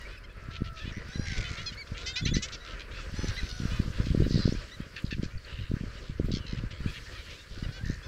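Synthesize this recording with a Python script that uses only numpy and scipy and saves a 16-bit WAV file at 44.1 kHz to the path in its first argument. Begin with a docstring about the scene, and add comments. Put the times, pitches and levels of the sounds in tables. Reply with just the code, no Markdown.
"""On shallow water off a pebble beach, a flock of gulls barks, yelps, squeaks, wails and rattles.
Each cry is a stack of harmonics (whole multiples of one pitch) shaped by the bird's throat and bill.
Farther birds blur into the wash of small waves, and foam fizzes on the pebbles.
Gusts of wind buffet the microphone with a dull rumble and lumpy puffs."""
import sys
import numpy as np
from scipy import signal
from scipy.fft import rfft, irfft, next_fast_len
from scipy.io import wavfile
from scipy.ndimage import uniform_filter1d, map_coordinates

SR = 44100
rng = np.random.default_rng(int(sys.argv[2]) if len(sys.argv) > 2 else 0)


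def digitize_waveform(pressure):
    """Quantize a signal to 16-bit integers and store it at the path in sys.argv[1].

    Rows of a 2-D input are taken as channels; values are limited to [-1, 1].
    """
    field = np.atleast_2d(pressure).T
    bounded = np.clip(field, -1, 1)
    quanta = np.round(bounded * 32767).astype(np.int16)
    wavfile.write(sys.argv[1], SR, quanta)


N = 356107


def amp(db):
    """Turn decibels into a plain multiplier."""
    return 10 ** (np.asarray(db) / 20)


def unit(x):
    """Scale a sound to an average (rms) strength of 1."""
    return x / np.sqrt(np.mean(x ** 2) + 1e-20)


def gain_at(points, hz):
    """Read a multiplier off (frequency_hz, level_db) points, on a log frequency axis."""
    point_hz, point_db = np.transpose(points)
    return amp(np.interp(np.log(hz + 1), np.log(point_hz + 1), point_db))


def over_time(points):
    """Join (time_s, value) points with straight lines, one value per sample."""
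    return np.interp(np.arange(N) / SR, *np.transpose(points))


def wobble(per_s):
    """A smooth curve through per_s random values a second."""
    return map_coordinates(rng.standard_normal(int(N * per_s / SR) + 4), [np.arange(N) * per_s / SR])


def filtered(x, response):
    """Turn each frequency up or down by response(hz)."""
    size = next_fast_len(N + SR // 2)
    return irfft(rfft(x, size) * response(np.fft.rfftfreq(size, 1 / SR)), size)[:N]


def rush(spectrum, patchy_db):
    """Rushing noise with the given tone and short, wide patches that are louder or softer."""
    bands = signal.stft(rng.standard_normal(N), nperseg=512)[2]
    patches = uniform_filter1d(rng.standard_normal(bands.shape), size=24, axis=0)
    patches = uniform_filter1d(patches, size=7, axis=1)
    noise = signal.istft(bands * amp(patchy_db * unit(patches)), nperseg=512)[1][:N]
    return unit(filtered(noise, lambda hz: gain_at(spectrum, hz)))


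# Tone of the low wash (waves and far flock) and of its bright hiss: frequency_hz, level_db
WASH_TONE = [(24, -12), (40, 5.5), (72, -4), (214, -18.5), (518, -16.5), (796, -24), (977, -22),
             (1570, -17), (2600, -25), (4000, -50), (9000, -90)]
HISS_TONE = [(1800, -39), (2800, -0.5), (3700, -2.5), (4600, 1), (6000, -7.5), (8000, -12.5), (10000, -41)]
# How loud the wash and the hiss are: time_s, level_db
WASH_LEVELS = [(0.0, -45), (0.27, -49), (1.55, -43.5), (1.82, -46), (2.27, -44), (2.74, -44), (3.48, -42.5),
               (4.58, -45), (4.81, -49), (5.77, -47.5), (8.07, -46)]
HISS_LEVELS = [(0, -57.5), (.2, -66.5), (.6, -65.5), (.75, -61.5), (.85, -60.5), (1.3, -59), (1.9, -60),
               (2.6, -57.5), (2.88, -62), (2.95, -54), (4.5, -53), (4.85, -60), (6.2, -59.5), (6.65, -63),
               (6.82, -61), (6.9, -54.5), (8.07, -61)]

def waves():
    """The far flock melts into the wash of small waves, whose hiss comes and goes."""
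    wash, hiss = rush(WASH_TONE, patchy_db=2), rush(HISS_TONE, patchy_db=2)
    swell = wobble(9.3)
    wash_db = over_time(WASH_LEVELS) + 2.05 * swell
    hiss_db = over_time(HISS_LEVELS) + 1.3 * swell
    return amp(wash_db) * wash + amp(hiss_db) * hiss


# Tone of the foam: frequency_hz, level_db
FOAM_TONE = [(5000, -40), (8000, -1.5), (10000, -1), (15700, -9.5)]
# How loud the foam is: time_s, level_db
FOAM_LEVELS = [(0, -73), (.27, -81), (1.6, -75.5), (2.85, -77), (3.3, -69), (4.1, -70.5), (4.7, -73.5),
               (5.5, -76.5), (6.78, -79), (6.9, -68.5), (7.45, -72.5), (7.7, -74), (8.07, -73)]

def foam():
    """Foam fizzes on the pebbles, with scattered pops."""
    fizz = rush(FOAM_TONE, patchy_db=.8)
    pops = 1 + 4.5 * np.clip(wobble(300) - 2.1, 0, 1)
    return amp(over_time(FOAM_LEVELS) + 0.89 * wobble(9.5)) * pops * fizz


# Gusts of wind: start_s, length_s, strength_db
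GUSTS = [(0.456, .7, -32.5), (1.315, .3, -33), (2.233, .12, -27.5), (3.14, .153, -31.5),
         (3.423, 0.0401, -36), (3.601, .42, -29), (4.103, .42, -23), (4.794, 0.0274, -37),
         (5.102, .16, -34), (5.569, .26, -29), (6.082, 0.0195, -36), (6.185, .17, -28), (6.525, .13, -33),
         (6.788, .09, -34), (7.543, .13, -33.5), (7.8, .11, -29.5)]

def wind_strength(calm_db=-45.5, rise_s=0.022, fall_s=0.06):
    """The wind's strength in dB: each gust swells out of the calm, holds and dies away."""
    t = np.arange(0, N, 64) / SR
    strength = np.full(len(t), amp(calm_db))
    for start_s, length_s, db in GUSTS:
        outside = np.maximum((start_s - t) / rise_s, (t - start_s - length_s) / fall_s)
        strength += amp(db) * np.exp(-np.maximum(outside, 0))
    return np.interp(np.arange(N) / SR, t, 20 * np.log10(strength))


# Tone of the wind on the microphone: frequency_hz, level_db
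RUMBLE_TONE = [(15, -3.5), (30, -2), (100, -1.5), (250, -25), (500, -30), (900, -61.5)]

def wind_rumble(wind_db):
    """Wind buffets the microphone with a dull, lumpy rumble."""
    lumps = amp(6.5 * np.tanh(1.5 * wobble(16)))
    return amp(wind_db - 10) * unit(lumps * rush(RUMBLE_TONE, patchy_db=4.5))


# How well a gull's throat passes each frequency: frequency_hz, gain_db
THROAT_TONE = [(600, -25), (1300, -4.5), (2200, 1), (3000, -0.5), (5200, -1.5), (6300, -1), (7500, -5),
               (8500, -27), (10500, -20), (12500, -34), (15000, -28)]

def gull_voice(call, jitter, shimmer, waver, flap_hz=77.2, bill_sink=0.12):
    """One cry: harmonics on a curving pitch, shaped by the throat and by the bill ringing near bill_hz.
    Roughness and rattle run from 0 to 1; rise and fade are shares of the cry's length."""
    start_s, length_s, pitches, db, rough, rattle, bill_hz, width_hz, (rise, fade) = call
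    first_hz, middle_hz, last_hz = pitches
    u = np.linspace(0, 1, round(length_s * SR))  # 0 at the start of the cry, 1 at its end
    t = u * length_s
    n = np.minimum(round(start_s * SR) + np.arange(len(u)), N - 1)
    pitch = first_hz * (1 - u) * (1 - 2 * u) + 4 * middle_hz * u * (1 - u) + last_hz * u * (2 * u - 1)
    flap = (flap_hz * t + 0.29 * waver[n]) % 1  # the airway flaps shut, not quite evenly
    bend = 0.17 * rattle * (flap - .5) + 0.01233 * waver[n]  # pitch climbs in each flap and drifts
    hoarse = (.11 * rough + .04 * np.exp(-t / .008)) * jitter[n]  # pitch shakes most at the start
    phase = 2 * np.pi * np.cumsum(pitch * (1 + bend + hoarse)) / SR
    k = np.arange(1, 14500 // pitch.max() + 1)[:, None]  # harmonic numbers
    ring_hz = bill_hz * (1 + bill_sink * (.5 - u))
    off_ring = (k * pitch - ring_hz) / width_hz
    bill_cut = np.sqrt(1 + (2 * off_ring) ** 6 / (1 + 4 * off_ring ** 2 * (1 - rattle)))
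    uneven = amp(3.5 * np.sin(2.4 * k * k + 40 * start_s + 3 * u))
    strengths = uneven * gain_at(THROAT_TONE, k * pitch) / bill_cut
    # Sharp pulses ring in the bill, and smear when the voice is hoarse.
    lag = 2 * np.arctan(2 * (k * middle_hz - bill_hz) / width_hz) - .7 * rough * k * k
    voice = np.sum(strengths * np.cos(k * phase - lag), axis=0)
    voice *= 1 + 1.1 * rough * shimmer[n]
    chop = 1 - rattle * np.cos(np.pi * flap) ** 2
    fade_in, fade_out = t / (0.00072 + rise * length_s), ((1 - u) / fade) ** 1.07
    return amp(db) * np.clip(np.minimum(fade_in, fade_out), 0, 1) * chop * unit(voice)


def pitch_path(hz, slide=0, droop=0):
    """First, middle and last pitch of a cry that slides and droops at both ends, by shares of hz."""
    return hz * (1 - slide / 2) * (1 - droop), hz, hz * (1 + slide / 2) * (1 - droop)


# Gull barks: start_s, length_s, pitch_hz, slide_share_per_s, level_db, roughness, bill_hz, bill_width_hz
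BARKS = [(0.0, 0.11, 961, -0.5, -51, 0.13, 1720, 1190), (0.049, 0.033, 2310, 2.5, -45, 0.26, 2300, 900),
         (0.502, 0.075, 471, 4.5, -53, 0.02, 2730, 2980), (1.44, 0.064, 511, 0, -40.5, 0, 2920, 1420),
         (1.568, 0.064, 472, 2, -41, 0, 2900, 1410), (1.659, 0.053, 835, -1.8, -35.5, 0.04, 4200, 1720),
         (1.941, 0.064, 473, 1, -49.5, 0.14, 2580, 1500), (2.057, 0.079, 519, 1, -35, 0.11, 3650, 3070),
         (2.156, .062, 511, 2.3, -32, 0.08, 3440, 2800), (2.258, 0.054, 487, 2.5, -33.5, 0.17, 3200, 3220),
         (2.347, 0.0547, 485, 3, -36, 0.3, 3670, 4150), (2.42, 0.054, 438, 2.3, -35.5, 0.17, 4920, 3840),
         (2.91, 0.037, 480, 4, -49.5, 0.17, 2900, 1800), (2.985, 0.037, 1270, -5.5, -50, .1, 1300, 500),
         (6.373, 0.21, 2720, -1.5, -55, 0.32, 2850, 1500), (7.29, 0.12, 474, 4, -49.5, 0.25, 3430, 3000)]

def barks(rise_fade=(0.12, 0.65)):
    """Abrupt cries on a sliding pitch."""
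    for start_s, length_s, hz, slide, db, rough, bill_hz, width_hz in BARKS:
        pitches = pitch_path(hz, slide * length_s, droop=0.0274)
        yield start_s, length_s, pitches, db, rough, 0, bill_hz, width_hz, rise_fade


YELP_RISE_FADE = (0.16, 0.3)
# Gull yelps: start_s, length_s, top_pitch_hz, level_db, roughness, bill_hz
YELPS = [(0.102, 0.083, 500, -54, 0.07, 2500), (0.235, 0.025, 1060, -53, 0, 3160),
         (0.29, 0.042, 870, -58, 0, 2180), (0.528, 0.059, 502, -47, 0.68, 3060),
         (0.638, 0.064, 491, -50, 0.63, 2950), (0.793, 0.072, 902, -48.5, 0.08, 1800),
         (0.838, 0.087, 507, -48, 0.25, 2800), (1.123, 0.057, 2020, -47.5, 0.08, 3300),
         (1.36, 0.064, 606, -45.5, 0.94, 3830), (1.718, 0.033, 750, -49, 0.1, 3530),
         (1.767, 0.07, 2307, -42.5, 0, 3150), (1.867, 0.022, 910, -54, 0.3, 4100),
         (1.959, .1, 502, -46.5, 0.83, 3620), (2.482, 0.016, 954, -45.5, 0.5, 4000),
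         (2.516, 0.052, 411, -42, 0.16, 4180), (3.361, 0.049, 2040, -39, 0.07, 2730),
         (3.69, 0.15, 510, -48.5, 0.2, 2650), (4.548, 0.04, 823, -50, 0, 1590),
         (4.711, 0.056, 2010, -49.5, 0, 3400), (4.957, 0.046, 886, -42.5, 0.45, 2640),
         (5.104, 0.049, 900, -40, 0.44, 2760), (5.968, 0.037, 970, -51.5, 0.2, 2260),
         (6.569, 0.032, 700, -48.5, 0.51, 3040), (6.704, 0.027, 704, -48, .6, 3460),
         (6.862, 0.06, 863, -47.5, 0.3, 2480), (6.934, 0.062, 472, -45.5, 0.22, 2720),
         (7.18, 0.059, 800, -51, 0.32, 3100), (7.627, 0.037, 986, -48.5, 0.13, 3250),
         (7.713, 0.095, 494, -50.5, 0.02, 3600), (8.023, 0.056, 870, -52, 0.18, 3640)]

def yelps():
    """Cries that arch up and down in pitch; hoarse ones ring over a wider band."""
    for start_s, length_s, hz, db, rough, bill_hz in YELPS:
        pitches = pitch_path(hz, droop=.13)
        width_hz = 0.8 * bill_hz + 350 * rough
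        yield start_s, length_s, pitches, db, rough, 0, bill_hz, width_hz, YELP_RISE_FADE


def far_chatter(count=60):
    """Faint random cries from farther birds, loudest when the waves hiss most."""
    for when, long, high, loud, rough, bill in rng.random((count, 6)):
        start_s, length_s = when * N / SR, .04 + .12 * long ** 2
        hz = 450 + 550 * high
        db = np.interp(start_s, *np.transpose(HISS_LEVELS)) - 1 + 7.5 * loud
        bill_hz, width_hz = 1600 + 2600 * bill ** 2, 1000 + 1600 * bill
        yield (start_s, length_s, (.9 * hz, hz, .88 * hz), db, .1 + .5 * rough, .8 * long,
               bill_hz, width_hz, YELP_RISE_FADE)


# Gull squeaks: start_s, length_s, pitch_hz, level_db, bill_hz
SQUEAKS = [(.17, 0.026, 2540, -51, 2550), (2.045, 0.022, 3670, -47, 3700),
           (2.126, 0.053, 3600, -44.5, 3600), (2.211, 0.082, 3550, -45.5, 3600),
           (2.25, 0.016, 2010, -30, 4330), (2.298, 0.05, 3490, -45, 3600),
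           (2.336, 0.029, 2004, -33.5, 4670), (2.361, 0.088, 2003, -47.5, 2000),
           (2.59, 0.078, 1950, -53.5, 2600), (5.377, 0.0074, 4500, -45.5, 4500),
           (5.447, 0.006, 4340, -46, 4500)]

def squeaks(slide_per_s=0.5, rough=0.064, width_hz=3400, rise_fade=(0.28, 0.55)):
    """Thin, high cries that barely rise; many lead into a bark."""
    for start_s, length_s, hz, db, bill_hz in SQUEAKS:
        pitches = pitch_path(hz, slide_per_s * length_s)
        yield start_s, length_s, pitches, db, rough, 0, bill_hz, width_hz, rise_fade


# Where the wailing gull's airway rings: centre_hz, width_hz, gain_db
LOW_RINGS, HIGH_RINGS = ([(850, 480, -6.5), (1440, 480, 0)],
                         [(4250, 1600, -4), (5740, 1040, -1), (9850, 1600, -22)])
# Long wails, one list of points each: time_s, pitch_hz, level_db, brightness_db
WAILS = [
    [(.33, 647, -59, -25.5), (.45, 668, -55.5, -41), (.75, 661, -48.5, -41), (.84, 625, -51, -8)],
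    [(1.07, 714, -52, -9), (1.14, 793, -52, -3), (1.2, 824, -48, -2), (1.32, 781, -47, -4),
     (1.45, 707, -50, -12), (1.7, 656, -51.5, -8)],
    [(1.94, 653, -54, -25), (2.1, 750, -52.5, -19), (2.23, 722, -49, -22)],
    [(2.5, 690, -52, -25), (2.6, 722, -56.5, -27), (2.75, 643, -48.5, -13)],
    [(3.14, 823, -47, -2), (3.22, 879, -41.5, -5.5), (3.3, 825, -49, -6), (3.45, 756, -54, -1),
     (3.65, 709, -51, -3), (3.72, 637, -51, -9), (3.81, 580, -46.5, -16)],
    [(7.55, 733, -59, -22), (7.7, 742, -58, -27), (7.83, 800, -48, -20)],
]

def wails(throb_hz=64):
    """A farther gull's clear wails: a wider bill brings out the high rings, and the airway throbs."""
    def ringing(rings, hz):
        return sum(amp(db) / (1 + (2 * (hz - centre) / width) ** 4) for centre, width, db in rings)

    out, waver, jitter = np.zeros(N), wobble(25), wobble(300)
    k = np.arange(1, 16)[:, None]  # harmonic numbers
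    for points in WAILS:
        times, *columns = np.transpose(points)
        n = np.arange(round(times[0] * SR), round(times[-1] * SR))
        pitch, db, bright_db = [np.interp(n / SR, times, column) for column in columns]
        phase = 2 * np.pi * np.cumsum(pitch * (1 + .006 * waver[n] + .018 * jitter[n])) / SR
        strengths = ringing(LOW_RINGS, k * pitch) + amp(bright_db) * ringing(HIGH_RINGS, k * pitch)
        voice = np.sum(strengths * np.sin(k * phase), axis=0)
        throb = 1 - 0.58 * np.cos(np.pi * throb_hz * n / SR + 0.81 * waver[n]) ** 2
        loudness = np.sqrt(2) * amp(db + 0.97 * waver[n[::-1]])
        out[n] += loudness * throb * voice * signal.windows.tukey(len(n), .1)
    return out


def puffs(times_s, levels_db, widths_ms):
    """Each swirl of air gives the microphone a quick push and a slower swing back."""
    out, t = np.zeros(N + SR), np.arange(-400, 1600) / SR
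    signs = np.sign(rng.standard_normal(len(times_s)))
    for time_s, level, width_s, sign in zip(times_s, amp(levels_db), widths_ms / 1000, signs):
        push = np.exp(-(t / width_s) ** 2 / 2)
        back = 1.005 * np.exp(-((t - 2.6 * width_s) / (1.8 * width_s)) ** 2 / 2)
        out[round(time_s * SR):][:len(t)] += sign * level * (push - back)
    return out[400:N + 400]


def small_puffs(wind_db, count=320):
    """A crowd of small swirls that thickens with the gusts; weak ones are slower and duller."""
    when, weakness, spread = rng.random((count, 3)).T
    wind_so_far = np.cumsum(amp(.6 * wind_db))
    at = np.searchsorted(wind_so_far, when * wind_so_far[-1])
    db = wind_db[at] + 4.5 - 14 * weakness
    width_ms = 0.71 * amp(9 * (spread - .5) - 0.33 * (db + 22))
    return puffs(at / SR, db, np.maximum(width_ms, .5))


# The strongest swirls of air: time_s, level_db, width_ms
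STRONG_PUFFS = [(0.616, -18.5, 0.68), (1.154, -25, 0.77), (1.192, -20, 0.71), (1.32, -25, 0.93),
                (1.916, -25.5, 1), (2.266, -26, 0.76), (2.317, -24.5, 0.63), (2.364, -15, 0.65),
                (3.24, -22.5, 0.5), (3.65, -18.5, 0.86), (3.796, -14, 0.83), (3.875, -25, 1),
                (3.997, -15.5, 0.99), (4.101, -17, 0.99), (4.145, -14, 0.47), (4.199, -20.5, 0.32),
                (4.218, -17, 0.44), (4.263, -18.5, 0.53), (4.34, -14.5, 0.81), (4.373, -20, 0.46),
                (4.452, -12, 0.85), (4.474, -16, 0.38), (4.8, -24.5, 0.76), (5.04, -19, 0.87),
                (5.123, -24.5, 0.63), (5.191, -21, 1), (5.229, -19.5, 0.57), (5.712, -20.5, 0.56),
                (5.736, -18, 0.84), (6.094, -25.5, 0.95), (6.195, -15, 0.49), (6.241, -20, 1),
                (6.282, -25.5, 0.38), (6.336, -18, 0.76), (6.528, -23, 0.76), (6.634, -24.5, 0.65),
                (6.857, -18, 0.82), (7.623, -24, 0.8), (7.896, -19.5, 0.69)]

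def strong_puffs(delay_s=0.00401):
    """Single strong swirls thump the microphone."""
    time_s, db, width_ms = np.transpose(STRONG_PUFFS)
    return puffs(time_s + delay_s, db, np.maximum(width_ms, .4))


# Rattled gull cries: start_s, length_s, pitch_hz, end_pitch_ratio, level_db, roughness, rattle,
# bill_hz, bill_width_hz
RATTLES = [(0.764, 0.11, 898, 0.79, -47.5, 0.57, 0.4, 3300, 3080),
           (0.914, 0.095, 965, 0.96, -53, 0.2, 0.9, 5700, 900),
           (0.915, 0.19, 980, 0.71, -48, 0.67, 0.65, 1870, 900),
           (1.239, 0.59, 1055, 0.85, -45.5, 0.66, 0.3, 2040, 880),
           (1.24, 0.54, 1042, 0.76, -45.5, 0.8, 0.75, 4600, 4200),
           (2.642, 0.14, 722, 1, -46, 0.45, 0.9, 3740, 2320),
           (2.794, 0.043, 798, 1.1, -41.5, 0.38, 1, 3070, 3700),
           (2.932, 0.14, 873, 0.92, -48, 0.22, 0.57, 2880, 1940),
           (3.276, 0.039, 702, 1.05, -42, 0.68, 0.67, 4560, 2500),
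           (3.484, 0.058, 746, 1.2, -42, 0.57, 0.84, 4270, 2510),
           (4.053, 0.085, 792, 1.03, -46.5, 0.6, 0.65, 4000, 2500),
           (4.291, 0.28, 700, 1, -41, 0.42, 0.52, 4620, 1300),
           (4.5, 0.055, 5670, 1.6, -50, 0.33, 0.36, 5500, 3000),
           (5.045, .055, 800, 1, -48.5, .4, 0.8, 4100, 1200),
           (5.225, 0.044, 800, 1.2, -44, 0.34, 0.8, 2950, 4900),
           (5.466, 0.3, 971, 0.92, -50.5, 0.46, 0.54, 2920, 1540),
           (6.314, 0.086, 1128, 0.74, -36.5, 0.54, 0.84, 4120, 2450),
           (6.462, 0.11, 1056, 0.83, -43, 0.27, 1, 3600, 3200),
           (6.717, 0.11, 1100, 0.82, -51, 0.35, 1, 2960, 2470),
           (7.832, 0.21, 905, 0.91, -46.5, 0.4, 1, 1920, 580),
           (7.851, 0.15, 1045, 1.2, -49.5, .4, 0.94, 5300, 2600)]

def rattles(rise_fade=(0.057, 0.48)):
    """Cries chopped up by the airway flapping shut."""
    for start_s, length_s, hz, end_ratio, db, rough, rattle, bill_hz, width_hz in RATTLES:
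        pitches = (.95 * hz, hz, end_ratio * hz)
        yield start_s, length_s, pitches, db, rough, rattle, bill_hz, width_hz, rise_fade


def gulls(calls):
    """Voice each cry at its start time, with random shakes of pitch and loudness."""
    out = np.zeros(N + SR)
    jitter, shimmer, waver = wobble(700), wobble(900), wobble(18)
    for call in calls:
        cry = gull_voice(call, jitter, shimmer, waver)
        out[round(call[0] * SR):][:len(cry)] += cry
    return out[:N]


def over_water(cries, echo_s=0.13, echo_db=-15):
    """Scattered echoes from the waves and the beach blur each cry a little."""
    t = np.arange(SR // 4) / SR
    tail = amp(-60 * t / echo_s) * rng.standard_normal(len(t))
    return cries + amp(echo_db) * signal.fftconvolve(cries, tail / np.linalg.norm(tail))[:N]


def scene():
    """Gulls, shore and wind together in one channel."""
    calls = [*barks(), *yelps(), *far_chatter(), *squeaks(), *rattles()]
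    flock = over_water(gulls(calls) + wails())
    shore = waves() + foam()
    wind_db = wind_strength()
    wind = wind_rumble(wind_db) + small_puffs(wind_db) + strong_puffs()
    return (flock + shore + wind)[None]


# How the microphone's housing colours the sound: frequency_hz, gain_db
HOUSING_TONE = [(600, 1), (800, -8.5), (1050, 1.5), (1100, -10), (1150, 1)]
TOP_HZ = 15710

def record(dry):
    """The microphone's housing dips two narrow bands; nothing above TOP_HZ is kept."""
    return filtered(dry[0], lambda hz: gain_at(HOUSING_TONE, hz) * (hz < TOP_HZ))[None]


dry = scene()
out = record(dry)
digitize_waveform(out)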